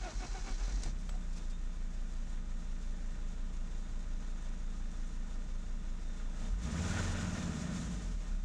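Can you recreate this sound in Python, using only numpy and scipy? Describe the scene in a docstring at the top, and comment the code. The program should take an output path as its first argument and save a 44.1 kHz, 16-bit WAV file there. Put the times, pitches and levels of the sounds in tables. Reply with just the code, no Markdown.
"""A five-cylinder diesel engine in a truck, heard from the driver's seat, is started, idles and revs up once.
The engine is a count of firings: it drives tones, ticks, knocks and rocking, coloured by cab and bulkhead.
The starter first grinds and whines through the compressions, while the cab lurches and jolts.
Then the key clicks, its ring scrapes and the dashboard buzzes; near the end the revs rise and drop back."""
import sys
import numpy as np
from scipy import signal
from scipy.fft import rfft, irfft
from scipy.io import wavfile

SR = 44100
rng = np.random.default_rng(int(sys.argv[2]) if len(sys.argv) > 2 else 0)


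def waveform_to_disk(signal):
    """Save audio, clipped to [-1, 1], as 16-bit WAV at the path in sys.argv[1]."""
    frames = np.transpose(np.atleast_2d(signal))
    scaled = np.clip(frames, -1, 1) * 32767
    samples = np.round(scaled).astype(np.int16)
    wavfile.write(sys.argv[1], SR, samples)


N = 372336
TIME, FREQS = np.arange(N) / SR, np.fft.rfftfreq(N, 1 / SR)

# pushes of the starter against compression:
# (time [s], grind level [dB], length [s], whine level [dB], sag of the gear pitch [Hz])
COMPRESSIONS = [(0.073, -49, 0.05, -46.5, 170.5), (0.234, -48.5, 0.029, -50.5, 109.5),
                (0.365, -50.5, 0.039, -50.5, 85), (0.489, -47, 0.027, -58, 70.5),
                (0.61, -53.5, 0.024, -74, 0.5), (.692, -54, .024, -66, 130), (.785, -59.5, .025, -72, 2.5)]
# colour of the grinding starter gears: (frequency [Hz], relative level [dB])
GRIND_COLOUR = [(120, -42), (200, 1.5), (260, -0.5), (378, -6.5), (560, -10.5), (703, -6.5), (815, -6),
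                (1470, -14.5), (1940, -19.5), (2170, -19.5), (3110, -16.5), (6380, -26), (9910, -33),
                (12900, -74), (21800, -120)]
# resonances of the starter housing: (frequency [Hz], width [Hz], height above the rest [dB])
HOUSING = [(1445, 140, 9), (1740, 130, 7.5), (2220, 77, 14), (2550, 270, 7.5), (4080, 120, 8),
           (4840, 70, 5), (5680, 130, 5), (6130, 160, 2)]
# colour of the spinning starter: (frequency [Hz], relative level [dB])
WHIRR_COLOUR = [(880, -45), (1500, 11), (2170, 5), (2730, -6.5), (4160, -0.5), (5100, 0.5), (6370, 3.5),
                (7580, -3), (9910, -23.5), (12900, -44), (21800, -120)]
# the starter's gear mesh gathers speed and sags just after each compression
MESH_HZ, MESH_RISE_HZ_PER_S, SAG_LAG_S, SAG_S = 777, 70, .036, .034

# the cab lurches as the engine turns over and catches:
# (time [s], level [dB], swing frequency [Hz], rise time [s])
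LURCHES = [(.002, -33.5, 42, 0.024), (0.146, -31, 40.4, 0.027), (.281, -32, 37.5, 0.032),
           (.405, -32, 32, 0.02), (0.501, -29.5, 31.5, 0.029), (0.599, -29.5, 39.4, .04),
           (0.718, -27, 41.2, 0.034)]
# dull jolts while the engine starts: (time [s], level [dB])
JOLTS = [(0.086, -55), (.125, -57), (.25, -50), (0.384, -53), (.5, -50), (0.68, -43.5), (0.717, -56),
         (0.774, -49.5), (0.855, -44.5)]
# colour of the jolts: (frequency [Hz], relative level [dB])
JOLT_COLOUR = [(50, -6), (110, 6.5), (170, -12), (240, -4.5), (320, -5), (450, -21.5), (800, -18),
               (2500, -74)]

# engine speed: (time [s], firing rate [firings per second])
SPEED = [(0, 7), (.55, 8), (.72, 23), (.86, 32.5), (1.17, 31.9), (1.24, 28.9), (2.25, 28.23), (6.45, 28.23),
         (6.52, 37), (6.7, 69.3), (6.9, 98.3), (7, 109.3), (7.1, 110), (7.25, 102.7), (7.4, 91),
         (7.65, 71.3), (8, 48), (8.13, 38.5), (8.3, 33.5), (8.44, 32.3)]
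CYLINDERS, STRONG_FIRING_S = 5, 1.669  # the count of firings is zero at this time
LIGHT_S, LIGHT_RISE_S, FREE_S = 0.52, 0.075, 0.95  # the fuel starts to light; the engine runs free
PEDAL_DOWN_S, PEDAL_UP_S, LOAD_FALL_S = 5.9, 6.99, 0.03
# how the drone follows the engine: (level at idle [dB], rise at top revs [dB], power of the revs,
# rise at full load [dB], change while cranking [dB])
DRONE_LAW = (-51.5, 8, 1.5, 0, -5.5)
# how the clatter follows the engine: (level at idle [dB], rise at top revs [dB], power of the revs,
# rise at full load [dB], change while cranking [dB])
CLATTER_LAW = (-60.5, 13.5, 1.36, 4, -1)
# how the hiss follows the engine: (level at idle [dB], rise at top revs [dB], power of the revs,
# rise at full load [dB], change while cranking [dB])
HISS_LAW = (-65, 14, 0.78, 3.5, 1.5)
DRONE_FULL_REVS = 0.57  # share of the top revs at which the drone stops growing
# shake of the cab: level at idle, change at top revs, change at full load [dB]
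SHAKE_DB, SHAKE_REVS_DB, SHAKE_LOAD_DB = -38.5, -10.5, 1.5
# brief swells and sags of the engine: (time [s], length [s], drone [dB], clatter [dB], shake [dB])
STUMBLES = [(0.66, 0.045, -14, 5, 0.5), (0.867, 0.024, -2, 4.5, 4.5), (1, 0.015, 3, -2, -6.5),
            (1.388, 0.026, 2, 3, -1.5), (1.6, 0.33, -2, -0.5, 0.5), (4.462, 0.035, -1, 2, -0.5),
            (6.454, 0.044, 6.5, 4, -1.5), (6.56, 0.049, -7.5, -6.5, 3.5), (6.833, 0.062, 0.5, -1.5, -2.5),
            (7.486, 0.12, 2, 0, -5.5), (7.774, 0.077, 1, 2.5, -6), (8.037, 0.04, -0.5, 1.5, 0),
            (8.175, 0.018, -3, -5, -3.5), (8.227, 0.035, -3.5, 2.5, -7.5), (8.427, 0.051, -4, -3.5, 2.5)]
HISS_SHARE = 1.1  # how strongly the hiss follows the clatter in a stumble

# how the cab passes the exhaust pulses: (frequency [Hz], relative level [dB])
CAB = [(60, -30), (85, 1), (100, -7), (113, -10), (141, -3), (152, -1), (164, 1), (169.5, -7), (177, 5),
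       (187, -2), (198, 0), (212, -4), (228, -0.3), (240, -1), (255, -11), (283, -10.5), (330, -19),
       (390, -26), (450, -20), (530, -25), (620, -20), (1000, -50)]
# rough rumble of the cab: (frequency [Hz], relative level [dB])
RUMBLE_COLOUR = [(10, -25), (22, 3), (42, 4), (62, -2), (98, 5.5), (127, -2), (155, 4), (200, -1.5),
                 (238, 0.5), (268, -8), (300, -11), (330, -11), (380, -24), (900, -70)]
# cab panels thumped once every engine cycle:
# (frequency [Hz], relative level [dB], time to fall by 60 dB [s])
THUMP = [(175, 0, .28), (160, -8, .22), (232, -10, .08), (148, -13, .1)]
# engine noise coming through the bulkhead: (frequency [Hz], relative level [dB])
BULKHEAD = [(200, -19.5), (290, -2), (330, -8), (500, 0.7), (900, -1.5), (1500, -0.5), (2200, -2.5),
            (3000, -5.5), (4600, -8.5), (6000, -3), (7200, -5.5), (8600, -11), (10000, -22), (12500, -36)]
# resonances of block and panels: (frequency [Hz], width [Hz], height above the rest [dB])
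PANELS = [(331, 120, 14), (442.5, 36, 7), (584, 100, 0.5), (617, 75, 6.5), (804, 78, 4), (972, 140, 4),
          (1246, 53, 6.5), (1430, 160, 2.5), (1472, 57, 2), (1660, 36, 3.5), (1830, 54, 5.5),
          (2420, 44, 1.5), (2440, 22, -1.5), (3430, 30, 5), (3590, 63, 6.5), (3500, 130, 1),
          (3750, 56, 1.5), (4040, 120, 5), (4740, 44, 6), (6620, 320, 2), (7130, 360, 3)]
# resonances of loose covers: (frequency [Hz], width [Hz], height above the rest [dB])
COVERS = [(1422, 410, 22), (1820, 130, 10.5), (2530, 1760, 15.5)]
# rocking of the block on its mounts: (multiple of the firing rate, relative level [dB])
ROCKING = [(.4, -34), (.8, -13), (1, 0), (1.2, -20), (1.4, -28), (1.6, -27), (1.8, -22), (2, -11)]
# cab resonances that the firing rate sweeps through: (frequency [Hz], width [Hz], height [dB])
SWAY = [(37.5, 7, 9.5), (56.5, 14, 2), (87, 15.5, 8)]

# clicks of the ignition key and a relay:
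# (time [s], level [dB], time to fall by 60 dB [s], relative level of the ring [dB], dullness [0-1])
CLICKS = [(.8345, -38, .03, -24, .05), (.8604, -49, .04, -24, .7), (1.0924, -46, .035, -7, .85),
          (1.1523, -59, .05, -10, .3), (1.2094, -66, .04, -2, 0)]
# colour of the clicks: (frequency [Hz], relative level [dB])
CLICK_COLOUR = [(200, -5), (700, 10), (1800, 1), (3500, 6), (6000, 5), (8500, 5), (11000, -30),
                (15000, -50)]
KEY_RING_HZ = 7740
# keys scraping on their ring: (time [s], level [dB], length [s])
SCRAPES = [(0.846, -56.5, .018), (1.01, -63, 0.02), (1.335, -61.5, 0.0082), (1.375, -57.5, 0.012),
           (1.509, -59, .008)]
# colour of the scrapes: (frequency [Hz], relative level [dB])
SCRAPE_COLOUR = [(400, -47), (2000, 0), (3800, 1), (5800, 6), (8500, -1), (10500, -15), (12500, -24),
                 (15000, -40)]
EDGE_HZ = 15700  # upper limit of the finished sound


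def amp(db):
    """Turns decibels into gain."""
    return 10 ** (np.asarray(db) / 20)


def unit(x):
    """Scales a signal to an average (rms) strength of 1."""
    return x / np.sqrt(np.mean(x ** 2) + 1e-20)


def curve(rows):
    """Turns the columns of a table into curves over time."""
    s, *columns = np.transpose(rows)
    return [np.interp(TIME, s, column) for column in columns]


def read(points, hz):
    """Reads a spectrum in dB between its points, with pitch on a logarithmic scale."""
    f, db = np.transpose(points)
    return np.interp(np.log(hz + 1), np.log(f), db)


def bumps(modes, at_hz=FREQS):
    """Adds up resonance peaks in dB."""
    return sum(db / (1 + (2 * (at_hz - hz) / width) ** 2) for hz, width, db in modes)


def fade_above(hz, power):
    """A spectrum in dB that falls away above a frequency."""
    return -10 * np.log10(1 + (FREQS / hz) ** power)


def fade_below(hz):
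    """A spectrum in dB that falls away below a frequency."""
    return -10 * np.log10(1 + (hz / (FREQS + 1)) ** 4)


def colour(x, db):
    """Filters without looking ahead, so resonances ring after each blow; the result has rms 1."""
    log_gain = irfft(np.log(amp(np.maximum(db, -100))), N)
    # fold the second half onto the first: all ringing then comes after its cause
    log_gain[1:N // 2] *= 2
    log_gain[N // 2 + 1:] = 0
    return unit(irfft(rfft(x) * np.exp(rfft(log_gain)), N))


def noise():
    """White noise."""
    return rng.standard_normal(N)


def resonant_noise(hz, width):
    """Noise gathered around one resonance."""
    return colour(noise(), -20 * np.log10(1 + (2 * (FREQS - hz) / width) ** 2))


def wander(hz):
    """A slow random drift of rms 1."""
    return unit(irfft(rfft(noise()) * np.exp(-(FREQS / hz) ** 2), N))


def swell(s, length):
    """A bell-shaped rise and fall."""
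    return np.exp(-np.minimum(((TIME - s) / length) ** 2 / 2, 50))


def strikes(cycles):
    """A click each time the count passes a whole number."""
    return np.diff(np.floor(cycles), prepend=np.floor(cycles[0]))


def starter(whirr_db=-56, rough=0.65, release_s=0.93):
    """Gears grind and whine louder at each compression, then sag in pitch; the spinning motor whirrs."""
    grind = sum(amp(db) * swell(s, length) for s, db, length, _, _ in COMPRESSIONS)
    whine = sum(amp(db) * swell(s, 0.5 * length) for s, _, length, db, _ in COMPRESSIONS)
    sag = sum(sag_hz * swell(s + SAG_LAG_S, SAG_S) for s, _, _, _, sag_hz in COMPRESSIONS)
    mesh_hz = MESH_HZ + MESH_RISE_HZ_PER_S * TIME - sag
    mesh = 2 * np.pi * np.cumsum(mesh_hz) / SR + rough * wander(77)
    gears = amp(-7) * np.sin(mesh / 2) + np.sin(mesh)
    gears += amp(-13) * np.sin(2 * mesh) + amp(-18) * np.sin(3 * mesh)
    # one blow for every second cycle of the mesh, mixed with uneven noise
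    blows = unit(strikes(mesh / (4 * np.pi)) * amp(3.4 * noise()))
    scraping = noise() * amp(2 * wander(190))
    teeth = colour(blows + scraping, read(GRIND_COLOUR, FREQS) + bumps(HOUSING) + fade_above(5000, 2))
    whirr_path = read(WHIRR_COLOUR, FREQS) + bumps(HOUSING) * (FREQS > 3000) + fade_below(3000)
    whirr = colour(noise() * amp(2.0 * wander(110)), whirr_path)
    engaged = np.clip((release_s - TIME) / 0.048, 0, 1)
    return grind * teeth + whine * unit(gears) + engaged * amp(whirr_db) * whirr


def lurches():
    """Each heave of the block sets the cab swinging; the swing builds and then dies away."""
    out = np.zeros(N)
    for s, db, hz, rise in LURCHES:
        t = np.clip(TIME - s, 0, 1)
        envelope = t / rise * np.exp(1 - t / rise)
        out -= amp(db) * envelope * np.sin(2 * np.pi * hz * t)
    return out


def pedal():
    """Load from 0 to 1: it builds while the pedal is down and dies away on release."""
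    build = np.clip((TIME - PEDAL_DOWN_S) / (PEDAL_UP_S - PEDAL_DOWN_S), 0, 1)
    return build * np.exp(-np.maximum(TIME - PEDAL_UP_S, 0) / LOAD_FALL_S)


def loudness(law, revs, load):
    """Level in dB of one part: it rises with revs and load, and is offset until the fuel lights."""
    idle_db, revs_db, power, load_db, cranking_db = law
    cranking = 1 - np.clip((TIME - LIGHT_S) / LIGHT_RISE_S, 0, 1)
    return idle_db + revs_db * revs ** power + load_db * load + cranking_db * cranking


def stumbles():
    """Short swells and sags, in dB, of the drone, the clatter and the shake."""
    return sum(np.outer([drone_db, clatter_db, shake_db], swell(s, length))
               for s, length, drone_db, clatter_db, shake_db in STUMBLES)


def engine(split_hz=3300, flutter_db=0.5, whistle_db=-13, whistle_hz=3640):
    """The count of firings times the parts of the engine; revs and load set how loud they are."""
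    rate, = curve(SPEED)
    firings = np.cumsum(rate) / SR
    firings -= np.interp(STRONG_FIRING_S, TIME, firings)
    idle_rate = np.median(rate)
    revs = np.clip(np.log(rate / idle_rate) / np.log(rate.max() / idle_rate), 0, 1)  # 0 idle, 1 top
    load, free_revs = pedal(), revs * np.clip(TIME - FREE_S, 0, 1)
    drone_revs = np.minimum(free_revs / DRONE_FULL_REVS, 1)

    drone_swell, clatter_swell, shake_swell = stumbles()
    drone_level = loudness(DRONE_LAW, drone_revs, load) + drone_swell
    clatter_level = loudness(CLATTER_LAW, free_revs, load) + clatter_swell
    hiss_level = loudness(HISS_LAW, free_revs, load) + HISS_SHARE * clatter_swell
    shake_level = SHAKE_DB + SHAKE_REVS_DB * revs + SHAKE_LOAD_DB * load + shake_swell

    # the bulkhead passes a lower band (body) and a treble band (hiss) with levels of their own
    path_db = read(BULKHEAD, FREQS) + bumps(PANELS) + small_modes() + fade_below(200)
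    treble = (FREQS / split_hz) ** 4 + 1e-9
    body = colour(clatter(firings, rate), path_db - 10 * np.log10(1 + treble))
    ticking = clatter(firings, rate, tick_db=-15.5, knock_db=-4.5, lope_db=0.44)
    hiss = colour(ticking + injectors(firings), path_db - 10 * np.log10(1 + 1 / treble))
    # a thin unsteady whistle rides on the hiss
    whistle = np.sin(2 * np.pi * whistle_hz * TIME + 0.24 * wander(10.0))
    hiss += amp(whistle_db - 10 * revs + 4.2 * wander(17)) * whistle

    sound = amp(drone_level) * (drone(firings, rate, drone_revs) + thumps(firings, revs))
    sound += amp(clatter_level + flutter_db * wander(35)) * body
    sound += amp(hiss_level + 1.0 * wander(12.3)) * hiss
    sound += rattle(firings, free_revs, load) + wallow(revs) + shake(firings, rate, revs, shake_level)
    return sound + growl(firings, rate, free_revs) + boom(free_revs, load)


def drone(firings, rate, revs, tone_db=-2.3, tone_revs_db=3.3, between_db=-16, between_revs_db=14,
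          rumble_db=-6.3, rumble_revs_db=-3.5, waver=.06, count=110):
    """Engine tones sweep through cab resonances over a rumble; those between firing tones grow to a growl."""
    tones, power = np.zeros(N), np.zeros(N)
    drift = [wander(6.1) for _ in range(CYLINDERS + 2)]
    uneven = amp(between_db + between_revs_db * revs)
    speeds = np.linspace(rate.min(), rate.max(), 400)  # a coarse grid saves work
    for k in range(CYLINDERS + 2, count):
        gain = np.interp(rate, speeds, amp(read(CAB, speeds * k / CYLINDERS)))
        if k % CYLINDERS:  # not a multiple of the firing rate
            gain = gain * uneven
        phase = 2 * np.pi * ((k * firings / CYLINDERS + rng.random()) % 1)
        phase += waver * (1 + 2 * revs) * drift[k % len(drift)]
        tones += gain * np.cos(phase.astype(np.float32))
        power += gain ** 2 / 2
    tones /= np.sqrt(power)  # even loudness at every speed
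    rumble = colour(noise(), read(RUMBLE_COLOUR, FREQS))
    return amp(tone_db + tone_revs_db * revs) * tones + amp(rumble_db + rumble_revs_db * revs) * rumble


def thumps(firings, revs):
    """Once every engine cycle a blow sets the cab panels booming."""
    t = TIME[:SR // 4]
    ring = sum(amp(db - 60 * t / t60) * np.sin(2 * np.pi * hz * t) for hz, db, t60 in THUMP)
    ring = ring * (1 - np.exp(-t / 0.0096))  # large panels take a moment to swing
    blows = strikes((firings - 1) / CYLINDERS) * (1 + 0.039 * wander(4.7))
    return amp(-5.3 - 7 * revs) * unit(signal.oaconvolve(blows, ring)[:N])


def clatter(firings, rate, tick_db=-7, knock_db=-2.5, knock_decay=0.027, lope_db=0.24, count=30):
    """Valves and injectors tick at set crank angles over a noise that dips briefly at each firing."""
    ticks, play = np.zeros(N), firings / CYLINDERS + 0.00023 * wander(18)
    for k, (angle, size) in enumerate(rng.random((count, 2))):
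        ticks += (-1) ** k * (.5 + size) * strikes(play + (k + angle) / count)
    ticks = unit(ticks / np.sqrt(rate))  # more ticks a second, each one weaker
    # the decay is a share of the time from one firing to the next
    knocks = noise() * amp(knock_db * np.exp(-(firings % 1) / knock_decay) + 0.78 * wander(43))
    lope = amp(lope_db * np.cos(2 * np.pi * (firings - 3.4) / CYLINDERS))  # once every engine cycle
    return (unit(knocks) + amp(tick_db) * ticks) * lope


def small_modes(ripple_db=1.1, width_hz=18):
    """Many weak panel resonances ripple the spectrum at random."""
    window = np.hanning(int(2 * width_hz / FREQS[1]))
    return ripple_db * unit(signal.oaconvolve(rng.standard_normal(len(FREQS)), window, "same"))


def injectors(firings, snap_db=-11, scatter_db=3, decay=0.13):
    """An injector snaps shut once per firing: a tiny burst of noise, never twice the same."""
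    snaps = noise() * np.exp(-((firings + 0.28) % 1) / decay) * amp(scatter_db * wander(21))
    return amp(snap_db) * unit(snaps)


def rattle(firings, revs, load, idle_db=-71, revs_db=13, load_db=3, scatter_db=3.5, t60=0.049):
    """Each firing knocks the loose covers, some much harder than others, hardest under load."""
    blows = strikes(firings) * amp(scatter_db * np.clip(noise(), -2, 2))
    bursts = noise() * signal.oaconvolve(blows, amp(-60 * TIME[:SR // 8] / t60))[:N]
    level = idle_db + (revs_db + load_db * load) * revs ** 2
    level += 8.3 * swell(0.67, 0.051)  # a brief louder rattle during the start
    return amp(level) * colour(bursts, bumps(COVERS) + fade_above(6000, 10))


def wallow(revs, db=-45, hz=36, width=15):
    """At high revs the whole cab sways irregularly on its lowest resonance."""
    return amp(db) * revs * resonant_noise(hz, width)


def shake(firings, rate, revs, level_db, uneven=0.037, revs_uneven=0.4, mount_hz=52):
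    """The block rocks with the firings and its uneven cylinders; soft mounts weaken the fast swings."""
    rock, power = np.zeros(N), np.zeros(N)
    for multiple, db in ROCKING:
        k = round(multiple * CYLINDERS) / CYLINDERS
        gain = amp(db) / np.sqrt(1 + (k * rate / mount_hz) ** 4)
        lag = rng.random() if k > 1 else 0
        rock += gain * np.cos(2 * np.pi * (k * firings - lag))
        power += gain ** 2 / 2
    running = np.clip((TIME - .83) / 0.023, 0, 1)
    unsteady = 1 + uneven * wander(5.3) + revs_uneven * revs * wander(9.4)
    return rock / np.sqrt(power) * running * amp(level_db + bumps(SWAY, rate)) * unsteady


def growl(firings, rate, revs, db=-46.0, multiple=.8, rough=0.1):
    """With the revs, the second crankshaft order swells just below the firing tone on cab resonances."""
    k = round(multiple * CYLINDERS) / CYLINDERS
    level = amp(db + bumps(SWAY, k * rate)) * revs ** 3 * (1 + rough * wander(6.1))
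    return level * np.cos(2 * np.pi * k * firings + rough * wander(7.7))


def boom(revs, load, db=-50, hz=175, width=10, full_revs=.55):
    """Above idle the largest cab panel booms on its own note, most when the engine coasts."""
    return amp(db) * np.minimum(revs / full_revs, 1) * (1 - load / 2) * resonant_noise(hz, width)


def jolts(t60=0.35):
    """Dull knocks through the body while the engine starts: bursts of low noise that die away."""
    thud = colour(noise(), read(JOLT_COLOUR, FREQS))
    return thud * sum(amp(db - 60 * np.clip(TIME - s, 0, 1) / t60) * (TIME > s) for s, db in JOLTS)


def clicks(dull_hz=2500):
    """Short dry snaps of noise, bright or dull, some with a thin metal ring."""
    out = np.zeros(N)
    bright = colour(noise(), read(CLICK_COLOUR, FREQS))
    dull = colour(noise(), read(CLICK_COLOUR, FREQS) + fade_above(dull_hz, 4))
    for s, db, t60, ring_db, dullness in CLICKS:
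        t = np.clip(TIME - s, 0, 1)
        snap = np.sqrt(1 - dullness) * bright + np.sqrt(dullness) * dull
        ring = amp(ring_db - 60 * t / 0.12) * np.sin(2 * np.pi * KEY_RING_HZ * t)
        out += amp(db) * (t > 0) * (snap * amp(-60 * t / t60) + ring)
    return out


def scrapes(grain_db=1.5):
    """Keys slide against each other as the hand lets go: short grainy scratches of noise."""
    grains = colour(noise() * amp(grain_db * wander(400)), read(SCRAPE_COLOUR, FREQS))
    return grains * sum(amp(db) * swell(s, length) for s, db, length in SCRAPES)


def buzz(s=1.138, db=-61, length=0.034, hz=710, width=140):
    """A brief hollow buzz from the dashboard: a swell of noise around one resonance."""
    return amp(db) * swell(s, length) * resonant_noise(hz, width)


def scene():
    """Everything as it reaches the driver's seat, in one channel."""
    return (starter() + lurches() + engine() + jolts() + clicks() + scrapes() + buzz())[None]


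def record(dry):
    """Removes everything above the upper frequency limit."""
    low_pass = signal.firwin(511, EDGE_HZ, window=("kaiser", 9), fs=SR)
    return signal.oaconvolve(dry, low_pass[None], "same")


dry = scene()
out = record(dry)
waveform_to_disk(out)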